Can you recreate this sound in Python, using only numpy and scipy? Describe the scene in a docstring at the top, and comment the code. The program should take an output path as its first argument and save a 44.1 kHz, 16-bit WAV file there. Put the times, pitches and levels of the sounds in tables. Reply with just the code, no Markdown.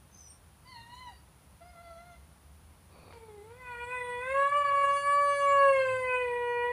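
"""A dog whistles through its nose, whines twice, then grumbles into one long howl.
It lies on a bed, facing away. Its vocal folds make a pitch plus harmonics (whole multiples of that
pitch), and its mouth shapes them. Low harmonics bend round its head; high ones arrive mostly by the
walls of the small room. An engine pulls away far outside; the recorder adds hiss and a thin high whine."""
import sys
import numpy as np
from scipy import signal
from scipy.fft import rfft, irfft, next_fast_len
from scipy.io import wavfile
from scipy.ndimage import uniform_filter1d

SR = 44100
rng = np.random.default_rng(int(sys.argv[2]) if len(sys.argv) > 2 else 0)


def wrap_up_sound(samples):
    """Save the sound to the file named by the first command line argument, as 16-bit audio."""
    columns = np.atleast_2d(samples).T
    # keep every value between -1 and 1, then stretch to whole-number steps
    tamed = np.clip(columns, -1, 1)
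    steps = np.round(tamed * 32767).astype(np.int16)
    wavfile.write(sys.argv[1], SR, steps)


N = 296352
TIME = np.arange(N) / SR
BINS_HZ = np.fft.rfftfreq(N, 1 / SR)
TOP_HZ = 15480


def amp(db):
    """Turns decibels into a gain."""
    return 10 ** (np.asarray(db) / 20)

def unit(x):
    """Scales a signal to an average power of 1."""
    return x / np.sqrt(np.mean(x ** 2) + 1e-20)

def at_hz(points, hz):
    """Reads a table at any frequency, sliding evenly from octave to octave."""
    row_hz, value = np.transpose(points)
    return np.interp(np.log(hz + 1), np.log(row_hz + 1), value)

def at_time(rows, t):
    """Reads every column of a table at the times t."""
    row_s, *columns = np.transpose(rows)
    return [np.interp(t, row_s, column) for column in columns]

def span(rows):
    """The times a table covers, and a quick fade in and out."""
    t = TIME[(TIME >= rows[0][0]) & (TIME <= rows[-1][0])]
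    return t, np.clip(np.minimum(t - t[0], t[-1] - t) / .006, 0, 1)

def add(mix, start_s, sound):
    """Mixes a sound in at its start time."""
    part = mix[round(start_s * SR):][:len(sound)]
    part += sound[:len(part)]

def noise(gain):
    """Noise of power 1, shaped by a gain for each frequency."""
    return unit(irfft(rfft(rng.standard_normal(N)) * gain, N))

def wander(t, rate_hz):
    """A random drift of about 1 either way, mostly slower than rate_hz."""
    coarse = TIME[::16]
    hz = np.fft.rfftfreq(len(coarse), coarse[1])
    spectrum = rfft(rng.standard_normal(len(coarse))) / (1 + (hz / rate_hz) ** 4)
    return np.interp(t, coarse, unit(irfft(spectrum, len(coarse))))


# Tone of the background noise: frequency_hz, gain_db
BACKGROUND_TONE = [(15, -70), (25, -62), (45, -9.5), (71, 1.5), (109, -11), (164, -8.5), (220, -16.5),
                   (366, -21.5), (454, -22.5), (961, -21), (1690, -27.5), (7800, -38), (9660, -32),
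                   (10500, -37), (15200, -37.5)]
def background(level_db=-58):
    """A steady low rumble with faint hiss."""
    return amp(level_db) * noise(amp(at_hz(BACKGROUND_TONE, BINS_HZ)))

def electronics(whine_hz=9766, whine_db=-74, fizz_hz=9620, width_hz=130, fizz_db=-79):
    """The recorder's circuits add a thin, steady whine in a narrow band of fizz."""
    tone = amp(whine_db) * unit(np.sin(2 * np.pi * whine_hz * TIME))
    fizz = amp(fizz_db) * noise(1 / (1 + (2 * (BINS_HZ - fizz_hz) / width_hz) ** 2))
    return tone + fizz

# The engine revs up, changes gear and levels off: time_s, firing_rate_hz, relative_level_db
ENGINE_REVS = [(0, 80, -78), (.9, 113, -64), (1.3, 128, -70), (1.55, 66, -85), (1.9, 63, -69),
               (2.3, 69, -59.5), (3.1, 90, -62), (3.6, 101, -63), (4.5, 118, -62), (5.2, 104, -66),
               (5.65, 106, -64.5), (5.95, 112, -52), (6.2, 109, -66), (6.72, 108, -66.5)]
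def far_engine(octave_db=-18, gain_db=-1):
    """Only the engine's lowest note and the octave above it come through the walls."""
    hz, db = at_time(ENGINE_REVS, TIME)
    phase = 2 * np.pi * np.cumsum(hz * (1 + 0.019 * wander(TIME, rate_hz=9.7))) / SR
    drone = np.sin(phase) + amp(octave_db) * np.sin(2 * phase)
    swell_db = 2 * wander(TIME, rate_hz=8)
    return unit(drone) * amp(db + gain_db + swell_db)

# How long echoes take to fade by 60 dB: frequency_hz, fade_s
ECHO_FADE = [(200, 0.51), (1000, 0.61), (4000, 0.26), (10000, 0.24)]
# How loud echoes are next to the direct sound: frequency_hz, gain_db
ECHO_LEVEL = [(100, -16), (550, -15), (1150, -13), (1700, -4), (2400, 1), (4000, 8), (10000, 12)]
def room(sound, echoes_per_s=3000):
    """The direct sound plus many quick echoes off the walls, at about the same total power."""
    t = TIME[:SR // 2]
    echoes = rng.standard_normal(len(t)) * (rng.random(len(t)) < echoes_per_s / SR) * (t > .003)
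    hz, age_s, bands = signal.stft(echoes, SR, nperseg=256)
    decay = amp(-60 * age_s / at_hz(ECHO_FADE, hz)[:, None])
    decay /= np.sqrt(np.mean(decay ** 2, axis=1, keepdims=True))
    tail = signal.istft(bands * decay, SR, nperseg=256)[1] / np.linalg.norm(echoes)
    size = next_fast_len(N + SR, True)
    echo_gain = amp(at_hz(ECHO_LEVEL, np.fft.rfftfreq(size, 1 / SR)))
    response = (1 + echo_gain * rfft(tail, size)) / np.sqrt(1 + echo_gain ** 2)
    return irfft(rfft(sound, size) * response, size)[:N]

# Pitches the room boosts or swallows at the bed: centre_hz, width_hz, gain_db
ROOM_PEAKS_AND_DIPS = [(509, 22, -7.3), (550, 23, 6.0), (568, 26, -12.5), (958, 5, -18.1), (997, 50, -18.1),
                       (1004, 13, 9.1), (1050, 15, -17.5), (1082, 20, -15.5), (1133, 5, -10.8),
                       (1532, 5, -12.9), (1631, 24, -7.4), (1687, 13, 4.1), (1740, 21, -10.5),
                       (1926, 5, -3.8), (2208, 21, -9.9), (2266, 18, -6.2), (2562, 9, -17.6),
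                       (2857, 9, -18.1)]
def standing_waves_db(hz):
    """Echoes add up or cancel, so a harmonic swells or drops out as its pitch slides."""
    return sum(db / (1 + (2 * (hz - centre) / width) ** 2) for centre, width, db in ROOM_PEAKS_AND_DIPS)

# Smacks of the lips: start_s, level_db, pitch_hz
LIP_SMACKS = [(3.126, -29, 1900), (3.507, -38, 2200)]
def lip_smack(start_s, level_db, pitch_hz, decay_s=0.00017):
    """Parting lips give the mouth one short knock."""
    t = TIME[:600]
    return start_s, amp(level_db) * np.exp(-t / decay_s) * np.sin(2 * np.pi * pitch_hz * t)

# Whistles through the nose: start_s, length_s, start_hz, middle_hz, end_hz, level_db
NOSE_WHISTLES = [(0.111, 0.21, 6140, 6060, 5320, -56), (.12, 0.15, 4850, 5180, 5040, -68),
                 (0.157, .13, 8050, 8220, 8400, -71), (0.271, 0.051, 8470, 8760, 8870, -55),
                 (0.647, 0.19, 4790, 4280, 4130, -57.5), (0.888, 0.2, 4250, 4120, 3970, -58.5),
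                 (1.073, 0.12, 4880, 4630, 4720, -70), (1.597, .14, 4570, 5000, 4720, -75),
                 (1.814, 0.16, 4560, 4520, 4300, -71)]
# The first whine breaks and drops as it ends: one row, same columns
VOICE_BREAK = (1.065, .075, 920, 815, 718, -56)
def whistle(start_s, length_s, start_hz, middle_hz, end_hz, level_db, wobble, octave_db):
    """A shaky, almost pure tone that swells and fades as it bends through three pitches."""
    t = np.arange(0, length_s, 1 / SR)
    progress = t / length_s
    hz = np.polyval(np.polyfit([0, .5, 1], [start_hz, middle_hz, end_hz], 2), progress)
    phase = 2 * np.pi * np.cumsum(hz * (1 + wobble * wander(t, rate_hz=260))) / SR
    arch = np.sqrt(2 * abs(np.sin(np.pi * progress)))
    return start_s, amp(level_db) * arch * (np.sin(phase) + amp(octave_db) * np.sin(2 * phase))

# The hoarse grumble that opens the howl: time_s, relative_level_db
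GRUMBLE_LEVEL = [(2.89, -67), (2.95, -61.5), (3.11, -56), (3.2, -79)]
# Its tone: frequency_hz, gain_db
GRUMBLE_TONE = [(150, -1), (280, 2), (520, 5), (800, -1), (1150, 1.5), (1800, -24), (2450, 0), (3100, -35),
                (3700, -8), (4050, -17), (4520, -2), (5200, -37), (9000, -43)]
def grumble(flutter_db=3, gain_db=2):
    """The vocal folds flap unevenly before they settle on a pitch."""
    t, fade = span(GRUMBLE_LEVEL)
    breath = noise(amp(at_hz(GRUMBLE_TONE, BINS_HZ)))[:len(t)]
    flutter = amp(flutter_db * wander(t, rate_hz=260))
    return t[0], fade * amp(at_time(GRUMBLE_LEVEL, t)[0] + gain_db) * unit(breath * flutter)

def overtones(phase, hz, shares, tone, pose, tilt_db, room_share, sway_db=3.5, flicker_db=2):
    """Upper harmonics, shaped by the dog's pose: 0 is mouth half shut, 1 mouth open, 2 head lifted."""
    t, coarse = TIME[:len(hz)], slice(None, None, 64)
    tone_hz, *shapes = np.transpose(tone)
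    pose = np.clip(pose[coarse], 0, len(shapes) - 1)
    blend = [np.maximum(1 - abs(pose - j), 0) for j in range(len(shapes))]
    sound, power = 0, 1e-12
    for k, share in shares.items():  # k is the harmonic's number
        harmonic_hz = k * hz[coarse]
        db = sum(part * at_hz(np.c_[tone_hz, shape], harmonic_hz) for part, shape in zip(blend, shapes))
        db += tilt_db[coarse] * np.log2(k / min(shares))
        # as the head sways, each high harmonic swells and fades on its own
        db += sway_db * min(k / 12, 1) ** 2 * wander(t[coarse], rate_hz=4)
        db += flicker_db * wander(t[coarse], rate_hz=11)
        gain = share[coarse] * amp(db)
        heard = gain * amp(room_share * standing_waves_db(harmonic_hz))
        sound += np.interp(t, t[coarse], heard) * np.cos(k * phase + k * k)
        power += gain ** 2
    return sound * np.sqrt(2 / np.interp(t, t[coarse], power))  # only the room changes the total power

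# Moments when the voice catches: time_s, half_length_s, dip_db
VOICE_CATCHES = [(.855, 0.031, -9.5), (1.721, .011, -6), (2.052, 0.016, -7.5), (3.196, 0.011, -10),
                 (3.864, .014, -3), (4.509, 0.012, -8.5), (4.638, 0.0085, -10.5), (5.024, 0.03, -5.5)]
def catches(t):
    """A gain that dips briefly each time the voice catches."""
    return amp(sum(db * np.exp(-((t - time_s) / half_s) ** 2) for time_s, half_s, db in VOICE_CATCHES))

# How the mouth shapes the overtones: frequency_hz, half_shut_db, open_db, head_lifted_db
MOUTH_TONE = [(1200, 3, -8, 3), (1453, 0, -10.5, -13), (1657, -3, 0, 1), (1915, -5, 13, -5),
              (2048, 10.5, -8.5, -8.5), (2444, -0.5, -4, -1.5), (2930, -19, -24.5, -15.5),
              (3290, -24, -49, -21.5)]
# Tone of the rasping air: frequency_hz, gain_db
RASP_TONE = [(300, -22.5), (600, -29.5), (1200, 14), (1800, 0), (2400, 8.5), (3200, -7.5), (5000, -27),
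             (9000, -19), (13000, -29.5)]
def voice(t, pitch, levels_db, rasp_db, pose, treble_tone, room_share):
    """Vibrating vocal folds: the more they rasp, the shakier the pitch and loudness."""
    first, second, mouth, treble = map(amp, levels_db)
    hz = uniform_filter1d(at_time(pitch, t)[0], size=900)
    wobble = .0021 * wander(t, rate_hz=45) + .0016 * wander(t, rate_hz=130)
    roughness = np.minimum(amp(.7 * (rasp_db + 20)), 4)
    phase = 2 * np.pi * np.cumsum(hz * (1 + wobble * roughness)) / SR
    low = np.sqrt(2) * sum(gain * amp(room_share * standing_waves_db(k * hz)) * np.cos(k * phase)
                           for k, gain in ((1, first), (2, second)))
    # a harmonic passes from the middle band to the treble as it climbs past 3150 Hz
    crossed = {k: np.clip((k * hz - 3150) / 250, 0, 1) for k in range(3, 26)}
    middle_shares = {k: 1 - crossed[k] for k in range(3, 9)}
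    treble_shares = {k: crossed[k] * (k * hz < TOP_HZ) for k in range(4, 26)}
    tilt_db = 0.44 * (levels_db[-1] - np.max(levels_db[-1]))  # per octave: weaker treble is duller too
    flat = np.zeros(len(t))
    middle = mouth * overtones(phase, hz, middle_shares, MOUTH_TONE, pose, flat, room_share)
    high = treble * overtones(phase, hz, treble_shares, treble_tone, pose, flat + tilt_db, room_share)
    tremble = 1 + np.minimum(2.5 * amp(rasp_db), .3) * wander(t, rate_hz=49)
    air = noise(amp(at_hz(RASP_TONE, BINS_HZ)))[:len(t)]
    rasp = air * (1 + np.cos(phase)) * mouth * amp(rasp_db)  # one puff through the folds each cycle
    return catches(t) * tremble * (low + middle + high) + rasp

# The tune of each whine: time_s, pitch_hz
FIRST_WHINE_TUNE = [(0.643, 974), (.7, 1050), (0.774, 920), (.88, 945), (1.005, 1023), (1.124, 934)]
SECOND_WHINE_TUNE = [(1.6, 672), (1.69, 715), (1.771, 679), (1.831, 692.6), (1.94, 665.4), (2.08, 708.5),
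                     (2.17, 675)]
# Each whine at its midpoint: first_harmonic_db, second_harmonic_db, mouth_db, treble_db, rasp_db, pose
WHINE_VOICES = [(-51, -56, -62, -62, -16, 1), (-55, -61, -65, -71, -20, 0.38)]
# Tone of the whines' treble: frequency_hz, gain_db
WHINE_TREBLE_TONE = [(3400, 4.5), (4100, 8.5), (4500, -10), (5050, -14), (6000, -4.5), (7200, -12),
                     (9000, -10), (11000, -25)]
def whine(pitch, first_db, second_db, mouth_db, treble_db, rasp_db, pose):
    """A short, wavering call that starts quickly, grows, then eases off."""
    fade_in_s, fade_out_s, swell_db, arch_db, waver_db = 0.02, 0.038, 6, 3, 2
    t, _ = span(pitch)
    fade = np.clip(np.minimum((t - t[0]) / fade_in_s, (t[-1] - t) / fade_out_s), 0, 1)
    from_middle = np.linspace(-1, 1, len(t))
    swell = amp(swell_db * from_middle / 2 - arch_db * from_middle ** 2)
    low_db = [db + waver_db * wander(t, rate_hz=8.9) for db in (first_db, second_db)]
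    levels_db = *low_db, mouth_db, treble_db
    call = voice(t, pitch, levels_db, rasp_db, np.full(len(t), pose), WHINE_TREBLE_TONE, room_share=0.13)
    return t[0], fade * swell * call

# The tune of the howl: time_s, pitch_hz
HOWL_TUNE = [(3.13, 473.0), (3.4, 401.6), (3.59, 512.0), (3.76, 477.0), (3.86, 484.5), (3.94, 504.2),
             (4.01, 492.0), (4.19, 488.0), (4.35, 548.6), (4.47, 563.0), (4.58, 582.0), (4.68, 565.0),
             (4.86, 561.4), (5.19, 573.0), (5.57, 559.7), (5.67, 553.2), (5.85, 522.0), (6.22, 497.4),
             (6.3, 484.8), (6.6, 481.2), (6.72, 487.0)]
# It swells, holds and eases off: time_s, first_harmonic_db, mouth_db
HOWL_LEVELS = [(3.13, -56.5, -63), (3.24, -52, -66.5), (3.41, -51.5, -72), (3.59, -54, -58.5),
               (3.67, -57.5, -44), (3.87, -44.5, -43.5), (3.94, -41.5, -36), (4.2, -39.5, -39),
               (4.4, -28.5, -33), (4.9, -27, -34), (5.15, -25, -33.5), (5.3, -20.5, -36),
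               (5.66, -23, -30.5), (6.0, -29, -38.5), (6.15, -28, -32), (6.3, -33, -40.5),
               (6.72, -32.5, -35.5)]
# Its roughness and the dog's pose: time_s, rasp_db, pose
HOWL_RASP_AND_POSE = [(3.13, -7, 0), (3.5, -11, 0), (3.7, -25, 0), (3.86, -25, 0), (3.92, -28, 1),
                      (4.2, -28, 1), (4.5, -31, 1.6), (4.7, -23, 2), (4.78, -29, 2), (4.87, -27, 2),
                      (5.0, -39, 2), (5.7, -43, 2), (6.3, -32, 1.6), (6.72, -31, 1.5)]
# How far the second harmonic stands above mouth_db: half_shut_db, open_db, head_lifted_db
SECOND_HARMONIC_LIFT = (8.5, 7.5, 10)
# Loudness of the treble: time_s, level_db
HOWL_TREBLE_LEVEL = [(3.13, -73), (3.5, -76), (3.95, -56.5), (4.75, -55.5), (5.05, -48), (5.68, -54),
                     (6.15, -59), (6.35, -66.5), (6.72, -66)]
# Tone of the treble: frequency_hz, half_shut_db, open_db, head_lifted_db
HOWL_TREBLE_TONE = [(3440, 0.5, 4.5, -3.5), (3850, -9, -5, -8.5), (4486, -4, -19.5, 8),
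                    (4990, -32, -19, -13), (5870, -34.5, -28, -23.5), (6240, -29, -11, -7.5),
                    (6600, -21, -27, -9), (7810, 9, -5.5, 0.5), (7990, -4, -17, -14), (8630, 2, 8, 4),
                    (9720, -18, -17, -1.5), (10400, -25, -9, -1.5), (11120, -22, -12, -22),
                    (11900, -34, -26.5, -28.5), (13500, -36, -31, -24.5)]
def howl():
    """One long call that starts rough with the mouth half shut and clears as the head lifts."""
    t, fade = span(HOWL_TUNE)
    first_db, mouth_db = at_time(HOWL_LEVELS, t)
    rasp_db, pose = at_time(HOWL_RASP_AND_POSE, t)
    second_db = mouth_db + np.interp(pose, [0, 1, 2], SECOND_HARMONIC_LIFT)
    levels_db = first_db, second_db, mouth_db, at_time(HOWL_TREBLE_LEVEL, t)[0]
    return t[0], fade * voice(t, HOWL_TUNE, levels_db, rasp_db, pose, HOWL_TREBLE_TONE, room_share=1)


def scene():
    """The dog in its room, over the background noise and the far engine."""
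    dog = np.zeros(N)
    add(dog, *howl())
    for pitch, row in zip((FIRST_WHINE_TUNE, SECOND_WHINE_TUNE), WHINE_VOICES):
        add(dog, *whine(pitch, *row))
    for row in NOSE_WHISTLES:
        add(dog, *whistle(*row, wobble=0.0096, octave_db=-21))
    add(dog, *whistle(*VOICE_BREAK, wobble=0.046, octave_db=-15))
    add(dog, *grumble())
    for row in LIP_SMACKS:
        add(dog, *lip_smack(*row))
    return (background() + room(dog) + far_engine())[None]

def record(dry):
    """Adds the whine of the electronics, then cuts everything above TOP_HZ."""
    low_pass = signal.firwin(801, TOP_HZ, window=("kaiser", 9), fs=SR)
    return signal.oaconvolve(dry + electronics(), low_pass[None], "same")


dry = scene()
out = record(dry)
wrap_up_sound(out)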